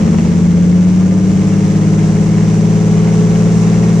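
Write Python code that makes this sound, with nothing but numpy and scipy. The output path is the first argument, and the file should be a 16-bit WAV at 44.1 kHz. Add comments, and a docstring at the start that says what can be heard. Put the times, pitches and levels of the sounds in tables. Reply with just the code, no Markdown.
"""A loud engine drone, with a few waves slapping the floats in the first quarter second.
The microphones are in the cockpit of a float plane running over water, close behind a nine-cylinder
radial engine. As engine and propeller gather speed, their harmonics slide through the cabin resonances.
Behind them are a throbbing exhaust roar, rattling fittings, rushing air and the hiss of spray.
A limiter holds down the peaks."""
import sys
import numpy as np
from scipy import signal
from scipy.fft import rfft, irfft, next_fast_len
from scipy.io import wavfile
from scipy.ndimage import uniform_filter1d, minimum_filter1d, map_coordinates

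SR = 44100
rng = np.random.default_rng(int(sys.argv[2]) if len(sys.argv) > 2 else 0)


def store_pcm(level_fs):
    """Save levels as 16-bit WAV."""
    pcm = np.round(np.clip(level_fs, -1, 1) * 32767).astype(np.int16)
    wavfile.write(sys.argv[1], SR, np.atleast_2d(pcm).T)


N = 176400

# engine speed in four-stroke cycles a second: t/s, cycle rate/Hz
CYCLE_RATE = [(0, 15.14), (0.5, 15.8), (1, 16.63), (1.5, 17.32), (2, 17.91), (2.5, 18.21), (3, 18.45),
              (3.5, 18.69), (4, 18.88)]
# engine and propeller harmonics; order 6 is the blade rate, order 9 the firing rate:
# order (multiple of the cycle rate), level at mid speed/dB, growth with cycle rate/(dB per Hz)
HARMONICS = [(3, -37.9, 2.6), (4, -34.1, -2.5), (5, -36.1, -1.1), (6, -9.3, 3.7), (7, -23.7, -1.2),
             (8, -36.1, -2.4), (9, -24.7, -1.0), (10, -42.3, 2.4), (11, -25.0, 1.4), (12, -30.4, 3.2),
             (13, -29.2, 1.1), (14, -26.3, -2.2), (15, -29.5, -5.4), (16, -35.8, -4.0), (17, -40.0, -0.8),
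             (18, -31.2, -1.6), (19, -40.9, -1.3), (20, -36.2, 4.7), (21, -35.4, 0.4), (22, -40.8, -3.6),
             (23, -36.4, 0.7), (24, -43.8, -1.5), (25, -40.2, 0.9), (27, -40.0, 0.9), (29, -37.1, 1.5),
             (36, -43.8, 0.7), (37, -45.8, 2.0), (38, -46.7, -0.1), (41, -50.2, 1.1), (42, -48.9, 0.5)]
# cabin resonances at the microphones: f/Hz, gain/dB
CABIN_RESPONSE = [(50, .4), (85, -2.5), (115, -14), (135, -4.5), (149, -.5), (160, 11.8), (179, 19),
                  (200, 7.7), (215, 4.6), (240, -14), (285, -2), (305, 4.5), (323, 6), (338, -.5),
                  (360, -9), (390, 1.5), (403, -2), (414, 6), (427, 11.5), (442, 6), (470, -4.4), (520, -7),
                  (655, -4), (690, 1), (800, 1)]
# exhaust as heard inside the cabin: f/Hz, density/dB
EXHAUST_SPECTRUM = [(10, -64.5), (25, -57.5), (42, -61), (65, -52.5), (130, -51.5), (200, -43),
                    (255, -55.5), (315, -56.5), (365, -60.5), (425, -51.5), (470, -58.5), (530, -53.5),
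                    (610, -63.5), (700, -67.5), (1000, -70.5), (2500, -86.5), (6000, -120)]
# air passing just outside the cockpit: f/Hz, density/dB
AIR_SPECTRUM = [(150, -93.5), (500, -73.5), (830, -63), (1100, -66.5), (1600, -69.5), (2200, -70),
                (2900, -73.5), (3700, -79), (6000, -78), (14000, -120)]
# spray from the floats below: f/Hz, density/dB
SPRAY_SPECTRUM = [(1500, -100), (3300, -81), (4800, -79.5), (5900, -71), (7600, -74.5), (8700, -83),
                  (10000, -87), (11000, -95), (12500, -96.5), (14200, -103)]
# fittings rattling in the cabin: f/Hz, density/dB
RATTLE_SPECTRUM = [(700, -91.5), (1020, -70), (1300, -77), (1750, -71.5), (2000, -71.5), (2180, -65.5),
                   (2450, -86.5), (2700, -75), (3300, -86), (9000, -115)]
# swell of the noises: t/s, exhaust gain/dB, air gain/dB, spray gain/dB
NOISE_GAINS = [(0, 4, 1.3, -.5), (.2, 2, 1, 0), (.45, 1, -1.2, -1.9), (.75, 0, -1.8, -3.5),
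               (1.25, 0.5, -1.3, -1.7), (1.42, 0, -.3, -.2), (2, 2, 0, 0), (2.6, 0.5, 0, .5),
               (3.3, 3.5, 1, 1.7), (4, .5, 0.8, 1.8)]
# pulsing of the noises with the engine: order, depth/dB
THROB_DEPTHS = [(1, 1.8), (2, 1), (3, 0.04), (4, 1.14), (6, -2.1), (9, 1.5), (11, -1.2)]
# waves hitting the floats: t/s, thud gain/dB, crack gain/dB
WAVE_HITS = [(.077, -17, -48), (.142, -16, -34), (.183, -16, -25), (.248, -16, -42)]
# dull body of a slap: f/Hz, relative density/dB
THUD_SPECTRUM = [(150, -25), (350, -5), (540, 0), (900, -7), (1500, -20), (4000, -48), (10000, -80)]
# bright edge of a slap: f/Hz, relative density/dB
CRACK_SPECTRUM = [(500, -20), (1500, 0), (2600, 0), (4000, -16), (9000, -40), (14000, -60)]
# likeness of the noise at the two microphones: f/Hz, coherence
MIC_COHERENCE = [(60, 0.76), (350, 0.52), (560, 0.86), (880, -0.054), (1400, 0.37), (2200, 0.44),
                 (3400, 0.57), (5300, 0.37), (8300, -0.23), (12000, -0.073)]
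# left microphone over the right: f/Hz, level/dB
LEFT_EXCESS = [(30, 3.4), (90, 2.5), (170, 1.2), (300, .4), (600, -.3), (1000, .5), (2100, 1.3),
               (3400, -.3), (8000, -1.2), (12000, 1)]
# left microphone ahead of the right: f/Hz, phase/rad
LEFT_LEAD = [(60, .28), (250, .25), (600, .1), (1300, .8), (3200, .4), (4400, -.8), (6000, -.5), (11000, 0)]

CYLINDERS, MID_SPEED_HZ = 9, 17.5


def amp(db):
    """Decibels to gain."""
    return 10 ** (np.asarray(db) / 20)


def along(points, hz):
    """Read (f/Hz, value) points at hz, on a log frequency axis."""
    freqs, values = np.transpose(points)
    return np.interp(np.log(hz + 1), np.log(freqs + 1), values)


def curves(rows):
    """One value per sample for each column after the time."""
    times, *columns = np.transpose(rows)
    return [np.interp(np.arange(N) / SR, times, column) for column in columns]


def wobble(rate):
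    """A smooth random curve, rate knots a second."""
    at = np.linspace(0, N, 2000)
    knots = rng.standard_normal(len(at))
    return np.interp(np.arange(N), at, map_coordinates(knots, [at * rate / SR]))


def filtered(x, response):
    """Pass x through a frequency response."""
    size = next_fast_len(N + SR // 2)
    return irfft(rfft(x, size) * response(np.fft.rfftfreq(size, 1 / SR)), size)[..., :N]


def noise():
    """Two channels of white noise."""
    return rng.standard_normal((2, N))


def coloured(white, spectrum):
    """Two unrelated white signals to a partly coherent microphone pair with the given spectrum."""
    def mid_side_gains(hz):
        width = np.arccos(np.clip(along(MIC_COHERENCE, hz), -1, 1)) / 2
        return amp(along(spectrum, hz)) * [np.cos(width), np.sin(width)]
    mid, side = filtered(white, mid_side_gains)
    return np.sqrt(SR / 2) * np.array([mid + side, mid - side])


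def throb(angle):
    """A level swing in dB, locked to the engine cycle."""
    return sum(db * np.cos(round(order) * angle + rng.uniform(0, 2 * np.pi))
               for order, db in THROB_DEPTHS)


def spray(gain_db, drops_per_s=500, drops_db=-10):
    """Spray hisses off the floats below the cabin; single droplets prickle in it."""
    drops = noise() * (rng.random(N) < drops_per_s / SR) * np.sqrt(SR / drops_per_s)
    return amp(gain_db + 0.61 * wobble(13)) * coloured(noise() + amp(drops_db) * drops, SPRAY_SPECTRUM)


def air_rush(gain_db):
    """Air rushes past just outside the cockpit, wavering slightly."""
    return amp(gain_db + 0.63 * wobble(9.8)) * coloured(noise(), AIR_SPECTRUM)


def wave_slaps(rise_s=.001, decay_s=.007):
    """Down at the waterline the floats hit waves: short thuds, some with a crack."""
    thud, crack = np.zeros(N), np.zeros(N)
    for start, thud_db, crack_db in WAVE_HITS:
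        age = np.maximum(np.arange(N) / SR - start, 0)
        envelope = (1 - np.exp(-age / rise_s)) * np.exp(-age / decay_s)
        thud += amp(thud_db) * envelope
        crack += amp(crack_db) * envelope
    dull, bright = coloured(noise(), THUD_SPECTRUM), coloured(noise(), CRACK_SPECTRUM)
    return thud * dull / dull.std() + crack * bright / bright.std()


def fittings_rattle(speed, angle, jitter_s=.0009, scatter_db=4.5, decay_s=.002):
    """Each firing shakes the fittings around the microphones into ticks of uneven size and timing."""
    firings = np.flatnonzero(np.diff(np.floor(CYLINDERS * angle / (2 * np.pi))))
    timing, *sizes = rng.standard_normal((len(firings), 3)).T
    at = np.clip(firings + jitter_s * SR * timing, 0, N - 1).astype(int)
    ticks = np.array([np.bincount(at, amp(scatter_db * size), N) for size in sizes])
    decay = np.exp(-np.arange(SR // 50) / SR / decay_s)
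    bursts = noise() * signal.fftconvolve(ticks, decay[None], axes=1)[:, :N]
    gain_db = -3 + 0.3 * (speed - MID_SPEED_HZ)
    return amp(gain_db) * coloured(bursts / bursts.std(), RATTLE_SPECTRUM)


def gear_whine(angle, order=72, level_db=-46):
    """A thin gear tone that reaches the two microphones out of step."""
    mic_phase = np.array([[0], [2.1]])
    return amp(level_db + 1.5 * wobble(4.7)) * np.cos(order * angle + mic_phase)


def engine_buzz(speed, angle, base_db=-50, fall_db=0.16, waver_db=3, growth_db_per_hz=2.8):
    """Faint, unsteady upper harmonics that grow as the engine speeds up."""
    buzz = np.zeros((2, N))
    for step, order in enumerate(range(39, 63)):
        level_db = base_db - fall_db * step + waver_db * wobble(2.5)
        mic_phase = rng.uniform(0, 2 * np.pi) + rng.normal(0, 0.91, (2, 1))
        buzz += amp(level_db) * np.cos(order * angle + mic_phase)
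    return buzz * amp(growth_db_per_hz * (speed - MID_SPEED_HZ))


def exhaust_roar(gain_db, angle):
    """The exhaust fills the cabin with low noise that throbs with the engine."""
    return amp(gain_db + throb(angle) + 0.26 * wobble(15)) * coloured(noise(), EXHAUST_SPECTRUM)


def engine_drone(speed, angle, gain_db=3.24, dispersion_rad=.52):
    """Engine and propeller harmonics from close ahead, coloured by the cabin's resonances."""
    drone = np.zeros(N)
    for order, db, growth in HARMONICS:
        level_db = db + growth * (speed - MID_SPEED_HZ) + along(CABIN_RESPONSE, order * speed)
        loose_phase = rng.uniform(0, 2 * np.pi) + 0.16 * wobble(4.4)
        if order <= 12:  # the cabin smears the low harmonics into a steady drone
            phase, waver_db = dispersion_rad * order ** 2, 0.3
        else:
            phase, waver_db = loose_phase, 1.0
        drone += amp(level_db + waver_db * wobble(9.7)) * np.cos(order * angle + phase)
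    return amp(gain_db) * drone


def scene(start_rad=2.4, jitter_rad=0.005):
    """One shaft drives every engine sound; bass is a little stronger and earlier at the left microphone."""
    speed, = curves(CYCLE_RATE)
    angle = start_rad + 2 * np.pi * np.cumsum(speed) / SR + jitter_rad * wobble(12)  # 2 pi a cycle
    exhaust_db, air_db, spray_db = curves(NOISE_GAINS)
    cabin = engine_drone(speed, angle) + engine_buzz(speed, angle) + gear_whine(angle)
    cabin += exhaust_roar(exhaust_db, angle)
    pulse_db = throb(angle)  # air and spray pulse together, less deeply than the exhaust
    cabin += air_rush(air_db + .5 * pulse_db) + spray(spray_db + .33 * pulse_db)
    cabin += fittings_rattle(speed, angle) + wave_slaps()

    def microphones(hz):
        sides = np.array([[.5], [-.5]])
        return amp(sides * along(LEFT_EXCESS, hz)) * np.exp(1j * sides * along(LEFT_LEAD, hz))
    return filtered(cabin, microphones)


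def record(dry, ceiling=.83, top_hz=14250):
    """A fast limiter, linked across both microphones, holds the peaks down; the top treble is cut off."""
    needed = ceiling / np.maximum(np.abs(dry).max(0), ceiling)
    gain = uniform_filter1d(minimum_filter1d(needed, size=301), size=301)
    return filtered(dry * gain, lambda hz: hz < top_hz)


dry = scene()
out = record(dry)
store_pcm(out)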